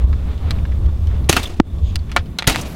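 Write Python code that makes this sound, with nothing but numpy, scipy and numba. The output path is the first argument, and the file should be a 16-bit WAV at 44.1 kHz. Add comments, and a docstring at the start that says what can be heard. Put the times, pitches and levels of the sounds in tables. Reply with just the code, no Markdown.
"""Two muffled pistol shots crack and thump on a windy outdoor range, beside a camera.
Each is a hammer click, a noise blast with low sines, sputtering gas hiss and an echo off the banks.
The bolt's clacks and the spent cases ticking on a wooden bench are struck sets of decaying modes.
One case knocks the camera, a falling wobble and a low thud; scrapes are bursts of resonant noise.
Wind rumble, far and microphone hiss, faint insects and a brief rustle are filtered noise."""
import sys
import numpy as np
from scipy import signal
from scipy.fft import rfft, irfft
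from scipy.io import wavfile
from scipy.ndimage import uniform_filter1d
from numba import njit

SR = 44100
rng = np.random.default_rng(int(sys.argv[2]) if len(sys.argv) > 2 else 0)


def makeup_ratio(level_db):
    """Linear amplitude ratio for a level in decibels (20 dB per factor of ten)."""
    decades = np.asarray(level_db, float) / 20
    return 10 ** decades


def file_out(sig):
    """Save sig as 16-bit WAV at sys.argv[1]."""
    # one column per channel
    cols = np.atleast_2d(sig).T
    # limit, then scale
    lim = np.clip(cols, -1, 1)
    pcm = np.round(lim * 32767).astype(np.int16)
    wavfile.write(sys.argv[1], SR, pcm)


N = 121275  # samples, 2.75 s


def colour(x, points):
    """Linear filtering: weight the spectrum of x by (Hz, dB) points joined on a log axis."""
    hz = np.fft.rfftfreq(len(x), 1 / SR) + 1
    points = np.array(points, float)
    gain_db = np.interp(np.log(hz), np.log(points[:, 0]), points[:, 1])
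    return irfft(rfft(x) * makeup_ratio(gain_db), len(x))


def noise(points, size):
    """Spectral shaping: white noise filtered to the points and scaled to rms 1."""
    y = colour(rng.standard_normal(size), points)
    return y / np.sqrt(np.mean(y ** 2))


def fade(t, t60):
    """Exponential decay: silent before 0, then 60 dB down every t60 seconds."""
    return (t >= 0) * np.exp(-np.log(1000) * np.maximum(t, 0) / t60)


def add(out, start_s, x):
    """Superposition: mix x into out at start_s."""
    i = int(round(start_s * SR))
    out[i:i + len(x)] += x[:len(out) - i]


def walk(rate):
    """Slow random modulation: levels held 1 / rate s, then smoothed twice; spread near 1."""
    k = int(SR / rate)
    steps = np.repeat(rng.standard_normal(N // k + 1), k)
    return 1.3 * uniform_filter1d(uniform_filter1d(steps, k), k)[:N]


def curve(rows):
    """Amplitude envelope: (s, dB) rows as a gain per sample."""
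    return makeup_ratio(np.interp(np.arange(N) / SR, *np.array(rows, float).T))


# Blast spectrum. Each row: frequency in Hz, density in dB per Hz.
BLAST_SPECTRUM = [(290, -19), (500, -3.5), (1320, -9), (2770, -3), (5390, -10), (6610, -7.5), (7980, -15),
                  (13100, -17.5), (16000, -33)]


def muffled_blast(t):
    """Impulsive release: broadband noise held, then decaying, with a tail of sputtering gas."""
    hold_s, t60_s = .004, .04
    gas_db, gas_t60_s = -9, .17
    gas = makeup_ratio(gas_db + 3 * walk(600)[:len(t)]) * fade(t, gas_t60_s)
    body = fade(t - hold_s, t60_s) + (t < hold_s) + gas
    return noise(BLAST_SPECTRUM, len(t)) * body


# Echo spectrum. Each row: frequency in Hz, density in dB per Hz.
ECHO_SPECTRUM = [(88, 8), (150, -7.5), (286, 0.5), (457, -9), (1340, -9.5), (1630, -12), (2700, -8),
                 (8400, -20.5), (16000, -31.5)]


def range_echo(t):
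    """Reverberant decay: the treble dies sooner than the bass, so the echo dulls."""
    low_t60_s, high_t60_s = 0.94, 0.55
    echo = noise(ECHO_SPECTRUM, len(t))
    low = colour(echo, [(700, -1), (4000, -61)])
    decaying = low * fade(t, low_t60_s) + (echo - low) * fade(t, high_t60_s)
    return makeup_ratio(3.27 * walk(90)[:len(t)]) * decaying


# The two shots. Each row: start in seconds, blast level in dB before halving, thump level in dB,
# thump frequency in Hz, level of the 330 Hz punch in dB above the thump, echo level in dB.
SHOT_ROWS = [(1.2945, -1, -1, 170, 0, -15), (2.474, -2, 0, 140, -12, -15)]


def shots():
    """Superposition of a shot's parts: hammer fall, blast with gas, low thump and echo."""
    hammer_lead_s, hammer_db, hammer_t60_s = .0045, -17, .05
    thump_lag_s, thump_t60_s, punch_hz = .001, .04, 330
    out, t = np.zeros(N), np.arange(SR) / SR
    for s, blast_db, thump_db, thump_hz, punch_db, echo_db in SHOT_ROWS:
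        click = noise([(800, -8), (3000, 3.5), (9000, -19), (14000, -45)], SR)
        add(out, s - hammer_lead_s, makeup_ratio(hammer_db) * click * fade(t, hammer_t60_s))
        add(out, s, makeup_ratio(blast_db) * muffled_blast(t) / 2)
        punch = makeup_ratio(punch_db) * np.sin(2 * np.pi * punch_hz * t)
        thump = np.sin(2 * np.pi * thump_hz * t) + punch
        add(out, s + thump_lag_s, -makeup_ratio(thump_db) * thump * fade(t, thump_t60_s))
        add(out, s, makeup_ratio(echo_db) * range_echo(t))
    return out


def shake(t):
    """Amplitude modulation: noise centred near 150 Hz roughens a ring, growing in over 3 ms."""
    rough = noise([(40, -20), (150, 0), (400, -3), (900, -20), (2000, -60)], len(t))
    return 1 + .9 * np.minimum(t / .003, 1) * rough


def ringing(t, modes, tilt, hz, t60):
    """Modal synthesis: scattered decaying sines plus the blow's own pitch, rms 1 at the onset."""
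    scatter_db, own_ring_db = 2, 9
    ring = makeup_ratio(own_ring_db) * np.sin(2 * np.pi * hz * t) * fade(t, 0.7 * t60) * shake(t)
    for mode_hz, mode_db, ratio in np.array(modes, float):
        level, detune, sign = rng.standard_normal(3)
        gain = makeup_ratio(mode_db + tilt(mode_hz) + scatter_db * level)
        phase = 2 * np.pi * mode_hz * (1 + 0.018 * detune) * t + np.pi * (sign > 0)
        ring = ring + gain * np.sin(phase) * fade(t, ratio * t60) * shake(t)
    return ring / np.sqrt(np.mean(ring[:66] ** 2))  # first 1.5 ms


def clacks(rows, modes, top_hz):
    """Impact excitation: modes ring with a crack, a duller rattle and a bounce off the ground."""
    crack_db, rattle_db, rattle_top_hz = 0, -8, 4000
    ground_lag_s, ground_db = .0056, -8
    out, t = np.zeros(N), np.arange(8192) / SR
    grid = 200 * 2 ** np.arange(0, 6.6, .25)  # Hz
    for s, db, hz, spread, t60 in rows:
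        def tilt(f):
            return -6 * (np.log2(f / hz) / spread) ** 2  # dB, loudest at the brightest pitch

        ring = ringing(t, modes, tilt, hz, t60)
        crack_shape = tilt(grid) / 2 - 20 * np.log10(1 + (grid / top_hz) ** 2)
        crack = noise(np.c_[grid, crack_shape], len(t)) * fade(t, .009)
        rattle_shape = tilt(grid) / 2 - 20 * np.log10(1 + (grid / rattle_top_hz) ** 3)
        rattle = noise(np.c_[grid, rattle_shape], len(t)) * fade(t, 2.1 * t60)
        blow = ring + makeup_ratio(crack_db) * crack + makeup_ratio(rattle_db) * rattle
        add(out, s, makeup_ratio(db) * blow / 2)
        add(out, s + ground_lag_s, makeup_ratio(db + ground_db) * blow / 2)
    return out


# Clacks of the pistol's action. Each row: start in seconds, level in dB before halving,
# brightest pitch in Hz, spread in octaves, reference t60 in seconds.
ACTION_BLOWS = [(1.293, -10.5, 9200, 0.58, 0.017), (1.328, -3, 2760, 1.8, .02),
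                (1.339, -27.5, 2500, 1., .025), (1.3664, -2, 1338, 2.6, 0.045),
                (2.4725, -10.5, 9700, 1., .015), (2.482, -7, 1980, 1.6, 0.031),
                (2.498, -4, 2500, 1.8, 0.0067), (2.528, -20, 3950, 1., .04), (2.547, -14.5, 1920, .8, .03),
                (2.5595, -6.5, 1300, 1.26, 0.005)]
# Modes of the action. Each row: frequency in Hz, level in dB, t60 relative to the clack (ratio).
ACTION_RESONANCES = [(900, -4, .8), (1380, 0, 1.), (2050, 1, .8), (2650, 1, .8), (3700, 0, .6),
                     (4300, 0, .6), (6400, -4, .35), (9400, 0, .3), (11700, -3, .3)]


def action():
    """Forced impact of metal parts: the bolt clacks with bright, quickly damped modes."""
    return clacks(ACTION_BLOWS, ACTION_RESONANCES, top_hz=16000)


# Spent cases and grit landing on the bench. Each row: start in seconds, level in dB before halving,
# brightest pitch in Hz, spread in octaves, reference t60 in seconds.
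BENCH_BLOWS = [(.1285, -30, 1294, 1.4, 0.043), (.3786, -39, 3000, 1.1, 0.027),
               (.5078, -14, 4135, 1.8, 0.024), (.5862, -35.5, 2430, 0.6, .03),
               (.6525, -28, 1470, 1.1, 0.016), (.7199, -34, 2014, 0.83, 0.039), (.86, -36.5, 3200, 1, .03),
               (.885, -34.5, 1100, 0.77, 0.044), (1.0716, -29.5, 3140, 0.86, 0.011),
               (1.113, -37.5, 1830, 0.54, 0.022), (1.2432, -39.5, 4000, 1.1, .03),
               (1.7844, -42.5, 3500, 1.2, 0.038), (1.9571, -12.5, 4770, 1.8, 0.014),
               (1.9905, -38, 4500, 0.65, .03), (2.0947, -34, 2330, .9, 0.037),
               (2.1167, -22.5, 2770, 1.6, 0.046), (2.1636, 0, 1149, 2.01, 0.04),
               (2.2589, -39.5, 3000, 1.2, 0.038), (2.3866, -9, 3766, 1.8, 0.039),
               (2.4235, -11.5, 1940, 1, 0.017), (2.442, -27, 2030, 1., 0.047)]
# Modes of the bench. Each row: frequency in Hz, level in dB, t60 relative to the tick (ratio).
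BENCH_RESONANCES = [(260, 0, 1.3), (550, 2, 1.2), (900, 0, .8), (1400, 4, 1.), (1750, 0, .9), (2250, 0, .9),
                    (2800, -1, .8), (3400, 0, .9), (4150, 1, .9), (4850, 0, .7), (6100, -5, .6),
                    (7800, -10, .5), (10500, -7, .5), (13000, -12, .4)]


def bench():
    """Modal response of wood: each tick excites a dense set of modes with a duller crack."""
    return clacks(BENCH_BLOWS, BENCH_RESONANCES, top_hz=6950)


def knock():
    """Transient response: a case on the camera makes a hard wobble falling in pitch, then a slow rebound."""
    start_s, level_db, length_s = 1.5993, 27, 1.6 / 290
    out, t = np.zeros(N), np.arange(4096) / SR
    u = np.clip(t / length_s, 0, 1)
    swell = np.minimum(u / .3, 1) ** 3 * (1 - u) ** 2
    wobble = np.sin(3 * np.pi * u ** .92) * swell + .05 * np.sin(3 * np.pi * u)
    late = t - length_s
    rebound = np.sin(2 * np.pi * 65 * late) + .3 * np.sin(2 * np.pi * 330 * late)
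    add(out, start_s, makeup_ratio(level_db) * (wobble - .085 * rebound * fade(late, .05)))
    return out


# Short scrapes of metal after a shot. Each row: start in seconds, length in seconds, level in dB,
# centre in Hz, treble level in dB relative to the centre.
SCRAPE_ROWS = [(1.428, 0.0093, -27.5, 3880, -12.5), (1.452, 0.0089, -29.5, 3550, -22),
               (1.473, 0.0034, -39, 3030, -10), (2.611, 0.0068, -30, 6300, -7),
               (2.658, 0.075, -49, 11400, -2)]


def scrapes():
    """Frictional excitation: bursts of resonant noise swell quickly, hold and trail off."""
    out, t = np.zeros(N), np.arange(8192) / SR
    for s, length, db, hz, treble_db in SCRAPE_ROWS:
        shape = [(0.61 * hz, -22), (0.82 * hz, -9), (hz, 0),
                 (1.12 * hz, treble_db), (17000, treble_db - 11)]
        swell = np.minimum(t / length * 4, 1)
        trail = np.where(t < length, 1, fade(t - length, 0.036))
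        add(out, s, makeup_ratio(db) * noise(shape, len(t)) * swell * trail)
    return out


# Low rumble level: wind swells, and at 1.6 s the low thud of the knock on the camera.
# Each row: time in seconds, level in dB before the noise's own swings are partly evened.
RUMBLE_LEVEL = [(0.0, -18), (0.05, -6.5), (0.18, -16), (0.36, -22), (0.45, -13.5), (0.76, -15.5),
                (0.89, -8), (0.93, -17.5), (1.14, -13.5), (1.27, -16), (1.32, -24.5), (1.57, -26.5),
                (1.6, -13.5), (1.68, -28), (1.79, -12), (2.17, -24), (2.21, -15.5), (2.24, -30),
                (2.31, -22), (2.35, -35), (2.62, -31), (2.75, -30)]
# Rumble spectrum. Each row: frequency in Hz, density in dB per Hz.
RUMBLE_SPECTRUM = [(12, -3), (20, -20), (75, -2), (94, -11), (125, -23), (192, -33), (222, -42),
                   (256, -40.5), (363, -39), (900, -54.5), (1170, -50), (1980, -120)]
# Upper rumble. 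Each row: time in seconds, level in dB.
UPPER_RUMBLE_LEVEL = [(0.0, -35), (0.56, -32.5), (0.79, -34.5), (1.27, -33.5), (1.57, -45.5), (1.68, -38),
                      (1.93, -33), (2.04, -33.5), (2.3, -35), (2.6, -33), (2.69, -43), (2.75, -29)]


def low_rumble():
    """Turbulent pressure on the microphone: low noise swells, with the knock's thud among the swells."""
    rumble = noise(RUMBLE_SPECTRUM + [(3000, -120)], N)
    power = uniform_filter1d(rumble ** 2, 4000)
    rumble = rumble / power ** .25 * curve(RUMBLE_LEVEL)  # partly evens the noise's own swings
    upper = noise([(80, -38), (150, 11), (300, -3), (800, -27), (2000, -42)], N)
    return rumble + makeup_ratio(2 * walk(17)) * upper * curve(UPPER_RUMBLE_LEVEL)


# Spectrum of the far and microphone hiss. Each row: frequency in Hz, density in dB per Hz.
HISS_SPECTRUM = [(240, -41), (400, -2), (636, -5), (879, -8.5), (1160, -9), (1560, -14), (3260, -18),
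                 (5190, -23.5), (16000, -39)]
# Far noise below a crossover at 4 to 7 kHz. Each row: time in seconds, level in dB above its mean.
FAR_LEVEL = [(0, -1.5), (.12, -1), (.2, 0), (1.2, -0.5), (1.7, -7), (1.8, -6.5), (1.88, -8), (2.0, -4),
             (2.3, -4), (2.75, 4.5)]
# Microphone hiss above the crossover. Each row: time in seconds, level in dB relative to the same mean.
MICROPHONE_LEVEL = [(0, -3.5), (1.2, -3), (1.6, -40), (1.75, -4), (1.9, -9), (2.05, -5.5), (2.35, -17.5),
                    (2.75, 8)]


def far_and_microphone_hiss():
    """Band splitting: far noise below the crossover, microphone hiss above it with its own level."""
    hiss = noise(HISS_SPECTRUM, N)
    far = colour(hiss, [(4000, 0), (7000, -30)])
    microphone = (hiss - far) * curve(MICROPHONE_LEVEL)
    return makeup_ratio(-43.5) * (makeup_ratio(2.03 * walk(25.48)) * far * curve(FAR_LEVEL) + microphone)


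def insects():
    """Narrow-band noise: a faint wavering band around one pitch."""
    hz, level_db = 3500, -61.5
    band = noise([(0.82 * hz, -40), (hz, 0), (1.3 * hz, -40)], N)
    return makeup_ratio(level_db + 2 * walk(13)) * band


def rustle():
    """Gaussian envelope: one brief swell of band noise."""
    centre_s, length_s, hz, level_db = 1.885, 0.056, 3280, -46.5
    shape = [(1000, -50), (0.4 * hz, -20), (hz, 0), (1.8 * hz, -16), (2 * hz, -9), (10000, -30)]
    swell = np.exp(-((np.arange(N) / SR - centre_s) / length_s) ** 2)
    return makeup_ratio(level_db) * noise(shape, N) * swell


def channel_hiss():
    """Uncorrelated noise: each of two channels has its own faint hiss."""
    shape = [(100, 13), (1000, 0.5), (8000, -1), (16000, -9.5), (17000, -43)]
    return makeup_ratio(-61) * np.array([noise(shape, N) for _ in range(2)])


def scene():
    """Superposition: both channels carry the same sources, each with its own hiss."""
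    sources = shots() + action() + bench() + knock() + scrapes()
    background = low_rumble() + far_and_microphone_hiss() + insects() + rustle()
    return sources + background + channel_hiss()


@njit
def follow(x, up, down):
    """Envelope detection: a peak follower with separate rise and fall."""
    e, y = 0., np.empty(len(x))
    for i in range(len(x)):
        e += (abs(x[i]) - e) * (up if abs(x[i]) > e else down)
        y[i] = e
    return y


def band_limit(x):
    """A steep low-pass at the top of the band."""
    return signal.sosfilt(signal.butter(12, 16410, fs=SR, output="sos"), x)


def record(dry):
    """Dynamic compression: gain ducks just after overloads, which clip softly; the top is cut."""
    top_db, attack_s, release_s = -7, .003, .03
    envelope = follow(dry.mean(axis=0), 1 / (attack_s * SR), 1 / (release_s * SR))
    gain = np.minimum(1, makeup_ratio(top_db) / (envelope + 1e-9))
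    low_cut = signal.butter(1, 11.8, "high", fs=SR, output="sos")
    ducked = signal.sosfilt(low_cut, dry) * np.roll(gain, 200)  # the gain lags 4.5 ms
    clipped = .95 * ducked / (1 + np.abs(ducked) ** 8) ** .125  # rounded shoulder
    top_cut = signal.butter(12, 16300, fs=SR, output="sos")
    mix = signal.sosfiltfilt(top_cut, clipped)
    return band_limit(mix)


dry = scene()
out = record(dry)
file_out(out)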